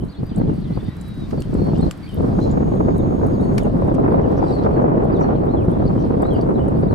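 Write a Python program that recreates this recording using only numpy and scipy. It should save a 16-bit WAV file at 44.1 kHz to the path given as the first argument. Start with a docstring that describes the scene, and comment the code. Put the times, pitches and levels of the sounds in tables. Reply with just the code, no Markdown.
"""Gusty wind buffets the two microphone ports of a camera in a sandy arena and dominates the sound. It is
turbulence noise in half-octave bands whose level and sharpness follow puffs, with short dull slaps. Above it
birds whistle and chatter (gliding tones, chopped noise) and an insect buzzes (a wavering tone). Tack ticks
(brief rings), the camera body is knocked (sharp noise bursts), and far sand and leaves hiss (grainy soft
noise)."""
import sys
import numpy as np
from scipy import signal
from scipy.fft import rfft, irfft, next_fast_len
from scipy.io import wavfile
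from scipy.ndimage import uniform_filter1d

SR = 44100
rng = np.random.default_rng(int(sys.argv[2]) if len(sys.argv) > 2 else 0)


def persist_wave(psi):
    """Save psi, clipped to +-1, as 16-bit WAV."""
    counts = np.round(np.clip(psi, -1, 1) * 32767).astype(np.int16)
    wavfile.write(sys.argv[1], SR, np.atleast_2d(counts).T)


N = 306054
OPPOSITE = np.array([[1], [-1]])  # signs of a difference signal at the left and right ports

# Strong single eddies striking the ports: time_s, level_db (peak of the part common to both ports)
EDDY_STRIKES = [(0.773, -27.5), (1.332, -33), (2.385, -20), (2.463, -22), (2.805, -25), (2.884, -19),
                (3.233, -17), (3.668, -21), (3.82, -20), (3.982, -19), (4.135, -20), (4.425, -14),
                (4.66, -22), (4.841, -18), (5.05, -20), (5.289, -19), (5.544, -17), (5.826, -20.5),
                (6.228, -21)]


def undb(db):
    """Amplitude ratio of a level: 20 dB is a factor of ten."""
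    return 10 ** (np.asarray(db) / 20)


def unit(x):
    """Normalise to unit rms, the root of the mean power."""
    return x / np.sqrt(np.mean(x ** 2))


def curves(table):
    """Linear interpolation of each column after the first, over time in seconds."""
    time_s, *columns = np.transpose(table)
    return [np.interp(np.arange(N) / SR, time_s, column) for column in columns]


def band(x, spectrum, hz=None, octaves=0.49):
    """Linear filtering by a spectrum; with hz, a cosine window on log frequency keeps one band."""
    size = next_fast_len(N)
    log_f = np.log2(np.maximum(np.fft.rfftfreq(size, 1 / SR), 1))
    point_hz, point_db = np.array(spectrum).T
    gain = undb(np.interp(log_f, np.log2(point_hz), point_db, -90, -90))
    if hz:
        gain = gain * np.cos(np.pi / 2 * np.clip((log_f - np.log2(hz)) / octaves, -1, 1))
    return irfft(rfft(x, size) * gain, size)[:N]


def walk(rate):
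    """Low-pass random modulation: levels held 1 / rate s, smoothed twice, standard deviation 1."""
    hold = int(SR / rate)
    x = np.repeat(rng.standard_normal(N // hold + 1), hold)
    x = uniform_filter1d(uniform_filter1d(x, hold), hold)[:N]
    return x / x.std()


def flutter(rate, slowest):
    """Band-pass random modulation: a walk less its moving average over 1 / slowest s, at unit rms."""
    x = walk(rate)
    return unit(x - uniform_filter1d(x, int(SR / slowest)))


def panned(x, pan_db):
    """Interaural level difference: left exceeds right by pan_db."""
    return x * undb(np.array([[pan_db], [-pan_db]]) / 2)


def add(out, s, x):
    """Superposition: mix x into out from time s."""
    i = int(s * SR)
    out[:, i:i + x.shape[-1]] += x[..., :N - i]


def wind():
    """Turbulence: eddies of many sizes press on the ports; small ones burst, so upper bands throb together."""
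    # Relative spectrum of the pressure common to both ports: frequency_hz, density_db
    alike_spectrum = [(12, -45.5), (20, -7.5), (160, 0.5), (277, -3), (424, -7), (692, -16.5), (1150, -28),
                      (1950, -44.5), (2600, -53.5), (3380, -62), (5720, -120)]
    # Relative spectrum of the pressure of opposite sign at the ports: frequency_hz, density_db
    apart_spectrum = [(12, -35.5), (20, -12), (49, -10), (226, 1), (407, -1), (588, -4.5), (920, -11),
                      (2040, -35), (2600, -41), (3380, -75), (5720, -120)]
    rumble_db, edge_db = gusts()
    blowing = np.arange(N) > 2.5 * SR
    edge_db = edge_db - edge_db[blowing].mean()  # the spectra hold the sharpness of the full wind
    relative_db = rumble_db - rumble_db[blowing].mean()
    lull_db = np.minimum(relative_db, 0)
    # weak wind throbs deeply, full wind roars more evenly
    puffy = np.clip(.75 - 0.034 * uniform_filter1d(edge_db + relative_db, SR // 3), .3, 1.6)
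    eddies = 0.48 * flutter(60, 7.5) + 0.93 * flutter(200, 30)
    strokes = flutter(35, 2.4)
    rows = []
    for spectrum, level_db in ((alike_spectrum, 0), (apart_spectrum, -4.5)):
        own = flutter(90, 15)
        out = 0
        for hz in 22 * 2 ** np.arange(0, 7.1, .5):
            octave = np.log2(hz)
            depth_db = np.interp(octave, np.log2([60, 250, 600, 1500]), [.3, 2.2, 2.6, 3.6])
            gritty = np.clip(np.log2(hz / 300) / 3, 0, 1)  # slower strokes reach the upper bands only
            motion = puffy * eddies + .5 * own + 0.7 * gritty * strokes
            throb = undb(depth_db * motion + 0.8 * flutter(30, 3.7))
            stays = np.interp(octave, np.log2([60, 200]), [.2, 0])  # the deepest rumble sinks less in a lull
            tilt = np.interp(octave, np.log2([200, 500, 1500]), [0, .95, 1.2])
            noise = band(rng.standard_normal(N), spectrum, hz)
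            out = out + noise * unit(throb) * undb(tilt * edge_db - stays * lull_db)
        rows.append(out * undb(level_db))
    alike, apart = np.array(rows) / rows[0][blowing].std() * undb(rumble_db)
    return np.array([alike + apart, alike - apart])


def gusts():
    """Power addition: puffs rise, hold and decay over a lull; weaker flow has less fine turbulence."""
    # Puffs on the ports, the last a lasting blow: full_s (end of the rise), held_s, rumble_db
    puffs = [(0, 0.067, -24), (0.191, 0.055, -23.5), (0.299, 0.067, -26.5), (0.371, 0.15, -17),
             (.55, 0.13, -25), (0.701, 0.024, -21.5), (.76, 0.016, -22.5), (.83, 0.057, -24),
             (.97, 0.18, -33), (1.17, 0.14, -28), (1.332, 0.073, -21), (1.46, 0.054, -24.5),
             (1.53, 0.35, -18.5), (1.981, 0.12, -32.5), (2.129, 0.03, -26.5), (2.17, 6.5, -19)]
    # The wind freshens: time_s, swell_db, sharpness_db (relative upper-band level)
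    freshening = [(0, -1, -13), (1, 1, -16.5), (1.7, 0, -11.5), (2.5, 1, -10), (3.3, 1, -9), (3.7, 0, -8.5),
                  (4.2, 1, -3.5), (4.5, -2.5, -4), (4.8, -0.5, -2), (5.5, -1, -5), (5.9, 1.5, -10.5),
                  (6.3, -1, -5), (6.9, 1.5, -8.5)]
    rise_s, fall_s, lull_db = 0.011, 0.023, -41
    dull_per_db, dullest_db, full_blow_db = 1.17, -14, -20.5  # dulling stops 14 dB under a full blow
    surge_db, surge_s = 4, .014  # brief sharpening just after each slap begins
    t = np.arange(N) / SR
    power = undb(lull_db) ** 2
    for full_s, held_s, level_db in puffs:
        rise = np.clip((t - full_s) / rise_s + 1, 0, 1)
        fall = np.exp(-np.maximum(t - full_s - held_s, 0) / fall_s)
        power = power + (undb(level_db) * rise * fall) ** 2
    rumble_db = 10 * np.log10(power)
    swell_db, sharp_db = curves(freshening)
    surges = sum(np.exp(-((t - s) / surge_s - .5) ** 2) for s, _ in EDDY_STRIKES)
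    dulling_db = dull_per_db * np.clip(rumble_db - full_blow_db, dullest_db, 0)
    return rumble_db + swell_db, sharp_db + surge_db * surges + dulling_db


def slaps():
    """Pressure impulses: each strong eddy is a short dull noise burst, largely opposite at the two ports."""
    out = np.zeros((2, N))
    t = np.arange(1500) / SR
    low_pass = signal.butter(5, 850, fs=SR, output="sos")
    high_pass = signal.butter(2, 220, "high", fs=SR, output="sos")
    soft = np.vstack([low_pass, high_pass])
    burst = t / .003 * np.exp(1 - t / 0.0024)
    for s, level_db in EDDY_STRIKES:
        alike, apart = signal.sosfilt(soft, rng.standard_normal((2, len(t))) * burst)
        gain = undb(level_db) / np.abs(alike).max()
        add(out, s - .0012, gain * np.array([alike + 1.98 * apart, alike - 1.55 * apart]))
    return out


def birds():
    """Frequency modulation: slightly hoarse whistles glide on parabolas, from either side, with soft echoes."""
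    # The clearest notes: start_s, length_s, start_hz, mid_hz, end_hz, level_db
    clear_notes = [(0.005, 0.037, 3050, 3200, 2950, -58), (0.155, 0.028, 4500, 4350, 4250, -57),
                   (0.64, 0.13, 2050, 2020, 2050, -60), (0.79, 0.028, 3600, 3370, 3620, -54),
                   (0.84, 0.06, 4650, 4700, 4680, -61), (0.08, 0.033, 3710, 4630, 4660, -54),
                   (0.11, 0.057, 4770, 3770, 3370, -53.5), (0.255, 0.071, 4740, 4770, 4650, -58),
                   (0.535, .075, 4600, 4570, 4640, -64), (0.29, 0.042, 4020, 3440, 3050, -57),
                   (0.33, 0.048, 2990, 3650, 4760, -57.5), (0.47, 0.045, 3530, 3050, 2850, -59),
                   (0.612, 0.09, 4650, 3600, 2780, -58), (0.73, 0.041, 3860, 4800, 4470, -56.5),
                   (0.87, 0.062, 1990, 1955, 1920, -52), (0.85, 0.059, 3620, 3640, 3700, -55),
                   (1.372, 0.044, 4750, 4460, 4460, -51), (1.43, 0.025, 3210, 3100, 2910, -53),
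                   (1.58, 0.14, 4270, 4360, 4380, -53.5), (1.75, 0.02, 2800, 2930, 3000, -49),
                   (1.79, 0.02, 3640, 3600, 3500, -49), (1.81, 0.028, 4300, 4160, 4100, -46),
                   (2.028, 0.04, 4700, 4560, 4650, -51), (2.03, 0.055, 2280, 2280, 2600, -53),
                   (2.07, 0.044, 3220, 3130, 2970, -50), (2.12, 0.057, 2900, 3020, 3250, -54),
                   (2.12, .065, 3680, 3650, 3600, -59), (2.405, 0.048, 3980, 4150, 4000, -50.5),
                   (2.975, .04, 4000, 3750, 3500, -59), (3.325, .042, 4550, 4800, 3800, -60),
                   (3.395, 0.025, 3600, 3850, 3950, -61), (3.425, 0.07, 4350, 4430, 4280, -58),
                   (3.6, 0.062, 3840, 3020, 2780, -54.5), (4.23, .045, 3100, 2860, 2500, -58),
                   (4.372, 0.026, 5400, 5840, 5200, -59), (4.42, 0.07, 4780, 4700, 4420, -59),
                   (4.48, 0.045, 4020, 3900, 3900, -53.5), (4.516, 0.051, 4800, 4360, 4480, -47.5),
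                   (4.575, 0.025, 3986, 3910, 3800, -51.5), (5.12, 0.023, 4330, 4580, 4860, -57),
                   (5.14, 0.04, 4300, 3750, 3400, -55.5), (5.345, 0.025, 3300, 3800, 4500, -60),
                   (5.35, 0.039, 3250, 2950, 2650, -60), (4.73, .04, 4450, 4450, 4350, -60),
                   (5.21, 0.026, 5840, 5800, 5820, -52.5), (5.23, 0.022, 4380, 4380, 4500, -52),
                   (5.48, 0.08, 3280, 4200, 3900, -59), (5.56, 0.076, 3550, 3040, 2250, -53),
                   (5.7, .05, 3000, 3450, 3500, -62), (5.85, 0.03, 4250, 4600, 4650, -54),
                   (5.965, .035, 3200, 3100, 3200, -58), (6.03, 0.03, 4760, 4360, 4490, -58.5),
                   (6.23, 0.074, 3350, 4020, 3950, -53.5), (6.345, 0.035, 4470, 4770, 4320, -57),
                   (6.305, 0.06, 3330, 3140, 2730, -47.5), (6.36, 0.037, 3150, 2950, 2600, -57),
                   (6.55, 0.04, 4060, 3630, 3290, -58), (6.59, 0.029, 2940, 2970, 3020, -54),
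                   (6.82, 0.045, 4450, 4780, 4300, -62), (6.88, 0.056, 3480, 4400, 2980, -59)]
    notes = [*clear_notes, *far_birds(count=220)]
    direct = np.zeros((2, N))
    waver, shiver = walk(400), walk(300)
    sides = rng.choice([-1, 1], (len(notes), 1))
    for (s, length, start_hz, mid_hz, end_hz, level_db), side in zip(notes, sides):
        u = np.arange(int(length * SR)) / (length * SR)
        here = slice(int(s * SR), int(s * SR) + len(u))
        # parabola through the start, middle and end pitches
        pitch = start_hz * (1 - u) * (1 - 2 * u) + 4 * mid_hz * u * (1 - u) + end_hz * u * (2 * u - 1)
        hoarse = 0.0007 / max(length, .02)  # short chips are rough, long whistles cleaner
        broken = 1 + np.clip(.6 - length / .25, .12, .45) * shiver[here]
        phase = 2 * np.pi * np.cumsum(pitch * (1 + hoarse * waver[here])) / SR
        fade = np.clip(np.minimum(u, 1 - u) * length / 0.0027, 0, 1)
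        pair = np.sin(phase + .55 * side * OPPOSITE)  # a phase lead at one port shows the direction
        add(direct, s, panned(undb(level_db) * fade * broken * pair, 1.2))
    t = np.arange(6000) / SR
    echoes = rng.standard_normal((2, len(t))) * np.exp(-t / .045) * (t > .008)
    return direct + undb(-33.5) * signal.fftconvolve(direct, echoes, axes=1)[:, :N]


def far_birds(count):
    """Random scatter: chance notes, mostly fainter, as rows of start, length, three pitches and level."""
    s, pitch, bend, fall, length, loud = rng.random((count, 6)).T
    start_s = s * (N / SR - .1)
    hz = 2900 + 1700 * pitch
    mid_hz, end_hz = hz + 900 * (bend - .5), hz - 1600 * (fall - .3)
    return np.transpose([start_s, .015 + .04 * length, hz, mid_hz, end_hz, -71 + 6 * loud])


def whistle():
    """Phase continuity: one unbroken bird tone bends gently, its phase the integral of its pitch."""
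    # Course of the tone: time_s, pitch_hz, level_db
    course = [(0.9, 3950, -62), (0.93, 3830, -55), (0.96, 3970, -64), (1.08, 3900, -53.5),
              (1.18, 3800, -56), (1.208, 3900, -51), (1.255, 3660, -52), (1.278, 3800, -60)]
    hz, level_db = curves(course)
    t = np.arange(N) / SR
    on = np.clip(np.minimum(t - course[0][0], course[-1][0] - t) / .005, 0, 1)
    phase = 2 * np.pi * np.cumsum(hz) / SR
    return on * undb(level_db) * np.sin(phase + .55 * OPPOSITE)


def chatter():
    """Amplitude modulation: raspy sparrow bursts of narrow noise, chopped fast and uneven between the ports."""
    # Bursts: start_s, length_s, centre_hz, width_hz, level_db
    bursts = [(1.75, 0.032, 4600, 3000, -59), (1.84, .05, 4600, 1200, -62), (2.379, 0.11, 4700, 2600, -57),
              (2.478, 0.056, 4100, 1500, -58), (4.366, .035, 5370, 1200, -59),
              (4.458, 0.11, 8200, 1800, -65), (4.459, .09, 4700, 1200, -60), (4.625, .04, 4270, 2000, -55),
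              (5.198, .05, 5600, 1600, -61), (5.99, .045, 5740, 700, -61), (6.0, 0.085, 3700, 1500, -60)]
    rasp_hz, rasp_depth = 84.6, 0.72
    out = np.zeros((2, N))
    uneven = walk(60)
    for s, length, hz, width, level_db in bursts:
        u = np.arange(int(length * SR)) / (length * SR)
        throat = signal.butter(2, [hz - width / 2, hz + width / 2], "band", fs=SR, output="sos")
        alike, apart = signal.sosfilt(throat, rng.standard_normal((2, SR // 5)))[:, :len(u)]
        rasp_phase = 2 * np.pi * rasp_hz * length * u + uneven[int(s * SR):][:len(u)]
        notes = 1 + rasp_depth * np.sin(rasp_phase)
        pair = unit(alike + 0.6 * apart * OPPOSITE)
        add(out, s, undb(level_db) * np.sqrt(np.sin(np.pi * u)) * notes * pair)
    return out


def insect():
    """Random frequency modulation: a tone wavering fast in pitch and a little in strength is a narrow buzz."""
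    # One buzz: start_s, end_s, pitch_hz, level_db
    buzz = (2.33, 3.675, 6640, -67)
    start, end, hz, level_db = buzz
    waver_hz = 40  # rms
    t = np.arange(N) / SR
    on = np.clip(np.minimum(t - start, end - t) / 0.0088, 0, 1)
    phase = 2 * np.pi * np.cumsum(hz + waver_hz * flutter(170, 30)) / SR
    shiver = unit(1 + .18 * flutter(250, 40))
    tone = np.sin(phase + .3 * OPPOSITE)  # the phase lead puts it to one side
    return np.sqrt(2) * on * undb(level_db) * shiver * tone


def ticks():
    """Damped resonance: struck buckles and straps give a millisecond ring with a rustling tail; two lower rings
    near 4.5 kHz are knocks on the camera body."""
    # The loudest ticks, with two knocks on the camera body (5.878 and 6.411 s): time_s, level_db, ring_hz
    loud_ticks = [(0.2673, -51.5, 11800), (0.3606, -39.5, 8200), (0.381, -47, 9400), (1.0124, -41.5, 7460),
                  (1.082, -46, 11500), (1.4042, -41, 7800), (1.4222, -41, 8000), (1.5409, -45, 7800),
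                  (1.7823, -46, 8000), (1.8098, -44, 8230), (1.9105, -34.5, 7400), (2.1435, -41, 12900),
                  (2.5124, -44, 7140), (2.9682, -49.5, 8000), (2.9801, -46.5, 8350), (3.268, -48, 8950),
                  (3.4126, -50, 8800), (3.5811, -34, 8900), (3.633, -45.5, 7650), (3.9434, -47.5, 7920),
                  (5.7144, -50, 9470), (5.878, -44, 4400), (6.2215, -42, 8250), (6.335, -50, 8550),
                  (6.411, -41.5, 4550), (6.6826, -47.5, 8450)]
    out = np.zeros((2, N))
    t = np.arange(2000) / SR
    rows = [*loud_ticks, *faint_ticks(count=110)]
    for (s, level_db, hz), (low, high) in zip(rows, rng.random((len(rows), 2))):
        edges_hz = [hz * (.95 - .15 * low), min(hz * (1.15 + .6 * high), 13500)]
        bright = signal.butter(3, edges_hz, "band", fs=SR, output="sos")
        alike, apart = signal.sosfilt(bright, rng.standard_normal((2, len(t))))
        # low-pitched ticks ring on when struck hard
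        ring_on = 0.71 * (level_db > -47) * np.clip((7500 - hz) / 300, 0, 1)
        lingers = ring_on * np.minimum(t / .002, 1) * np.exp(-t / 0.011)
        ring = np.sin(2 * np.pi * hz * t) * (.5 * np.exp(-((t - .002) / 0.002) ** 2) + lingers)
        tail = 0.56 * np.exp(-t / 0.0095) * np.minimum(t / 0.0031, 1)
        rustle = 0.91 * np.exp(-((t - .002) / 0.0012) ** 2) + tail
        add(out, s - .0008, undb(level_db) * (ring + rustle * (alike + .25 * apart * OPPOSITE)))
    return out


def faint_ticks(count):
    """Random scatter: an uneven crackle, as rows of time, level and ring pitch."""
    s, loud, ring = rng.random((count, 3)).T
    return np.transpose([.01 + s * (N / SR - .1), -63 + 9 * loud ** 2, 4500 + 8000 * ring])


def body_ring():
    """Modal decay: the loudest smack sets the camera body ringing, opposite in sign at the ports."""
    # Modes of the body: frequency_hz, level_db, decay_s
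    modes = [(2160, -27, 0.0076), (9250, -30, .0035)]
    out = np.zeros((2, N))
    t = np.arange(2000) / SR
    body = sum(undb(level_db) * np.sin(2 * np.pi * hz * t) * np.exp(-t / decay) for hz, level_db, decay in modes)
    add(out, 3.581, body * np.minimum(t / .001, 1) * np.array([[1.2], [-.8]]))
    return out


def smacks():
    """Impulsive noise: sharp broad bursts close by, each a few ms with a short exponential tail."""
    # Smacks: start_s, level_db, length_s, apart_db (part opposite left and right)
    strikes = [(1.305, -47, 0.011, -6), (1.4207, -34.5, 0.0016, -6), (1.9103, -30, 0.0025, -8),
               (3.5782, -31, 0.0073, -3), (3.946, -50.5, 0.0087, -4), (5.017, -57, 0.002, -6)]
    # Relative spectrum of the smacks: frequency_hz, density_db
    colour = [(710, -39), (1200, -3), (1510, -10.5), (2250, -8.5), (4040, -16.5), (4360, -11.5),
              (8630, -24.5), (16000, -41)]
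    out = np.zeros((2, N))
    t = np.arange(2000) / SR
    alike, apart = (unit(band(rng.standard_normal(N), colour)) for _ in range(2))
    for s, level_db, length, apart_db in strikes:
        rise = np.minimum(t / (0.48 * length), 1)
        burst = np.exp(-(t / max(length, .0003)) ** 4)
        tail = 0.36 * np.exp(-t / (2.5 * length))
        here = slice(int(s * SR), int(s * SR) + len(t))
        pair = alike[here] + undb(apart_db) * apart[here] * OPPOSITE
        add(out, s, undb(level_db) * rise * (burst + tail) * pair)
    return out


def hiss():
    """Partial coherence: soft noise with scattered grains, more alike left and right towards the top."""
    # Relative spectrum of far sand, leaves and town: frequency_hz, density_db
    far_spectrum = [(180, -29.5), (300, -4), (425, -16), (614, -19.5), (1120, -23.5), (1580, -27.5),
                    (2700, -36), (4590, -39), (6850, -50), (8360, -47), (16000, -58)]
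    # Course of the treble, of which only the change counts: time_s, mid_db, top_db
    treble_course = [(0, -77, -75), (.8, -67, -70.5), (1.5, -65.5, -68), (2.3, -66.5, -69), (3, -73, -72),
                     (3.55, -71.5, -68), (4.15, -72.5, -75.5), (4.5, -65.5, -70), (4.9, -75.5, -77),
                     (5.25, -72.5, -74.5), (5.55, -75.5, -73.5), (5.9, -70, -71.5), (6.9, -76, -72.5)]
    mid_db, top_db = curves(treble_course)
    impulses = (rng.random(N) < 60 / SR) * rng.exponential(1, N)  # about 60 a second
    grains = 1 + .5 * uniform_filter1d(impulses, size=130) * 130
    out, surge = 0, flutter(30, 5)
    for hz in 300 * 2 ** np.arange(0, 6, .5):
        high = np.clip(np.log2(hz / 4500), 0, 1)
        mid_change_db = (mid_db - mid_db.mean()) * np.clip(hz / 5500, 0, 1)
        change_db = (1 - high) * mid_change_db + high * (top_db - top_db.mean())
        alike, apart = (band(rng.standard_normal(N), far_spectrum, hz) for _ in range(2))
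        apart_db = np.interp(np.log2(hz), np.log2([2000, 5000, 12000]), [-3, -4, -11])
        pair = alike * grains ** high + undb(apart_db) * apart * OPPOSITE
        out = out + undb(change_db + 1.0 * walk(14) + 1.1 * high * surge) * pair
    return unit(out) * undb(-42.5)


def scene():
    """Superposition of all sources at the two microphone ports."""
    air = wind() + slaps()
    animals = birds() + whistle() + chatter() + insect()
    clatter = ticks() + body_ring() + smacks()
    return air + animals + clatter + hiss()


def record(dry):
    """Saturation and band limiting: the camera rounds the loudest peaks and cuts the top."""
    top_hz = 15900
    rounded = np.tanh(0.64 * dry) / 0.54
    return signal.sosfilt(signal.ellip(8, .2, 70, top_hz, fs=SR, output="sos"), rounded)


dry = scene()
out = record(dry)
persist_wave(out)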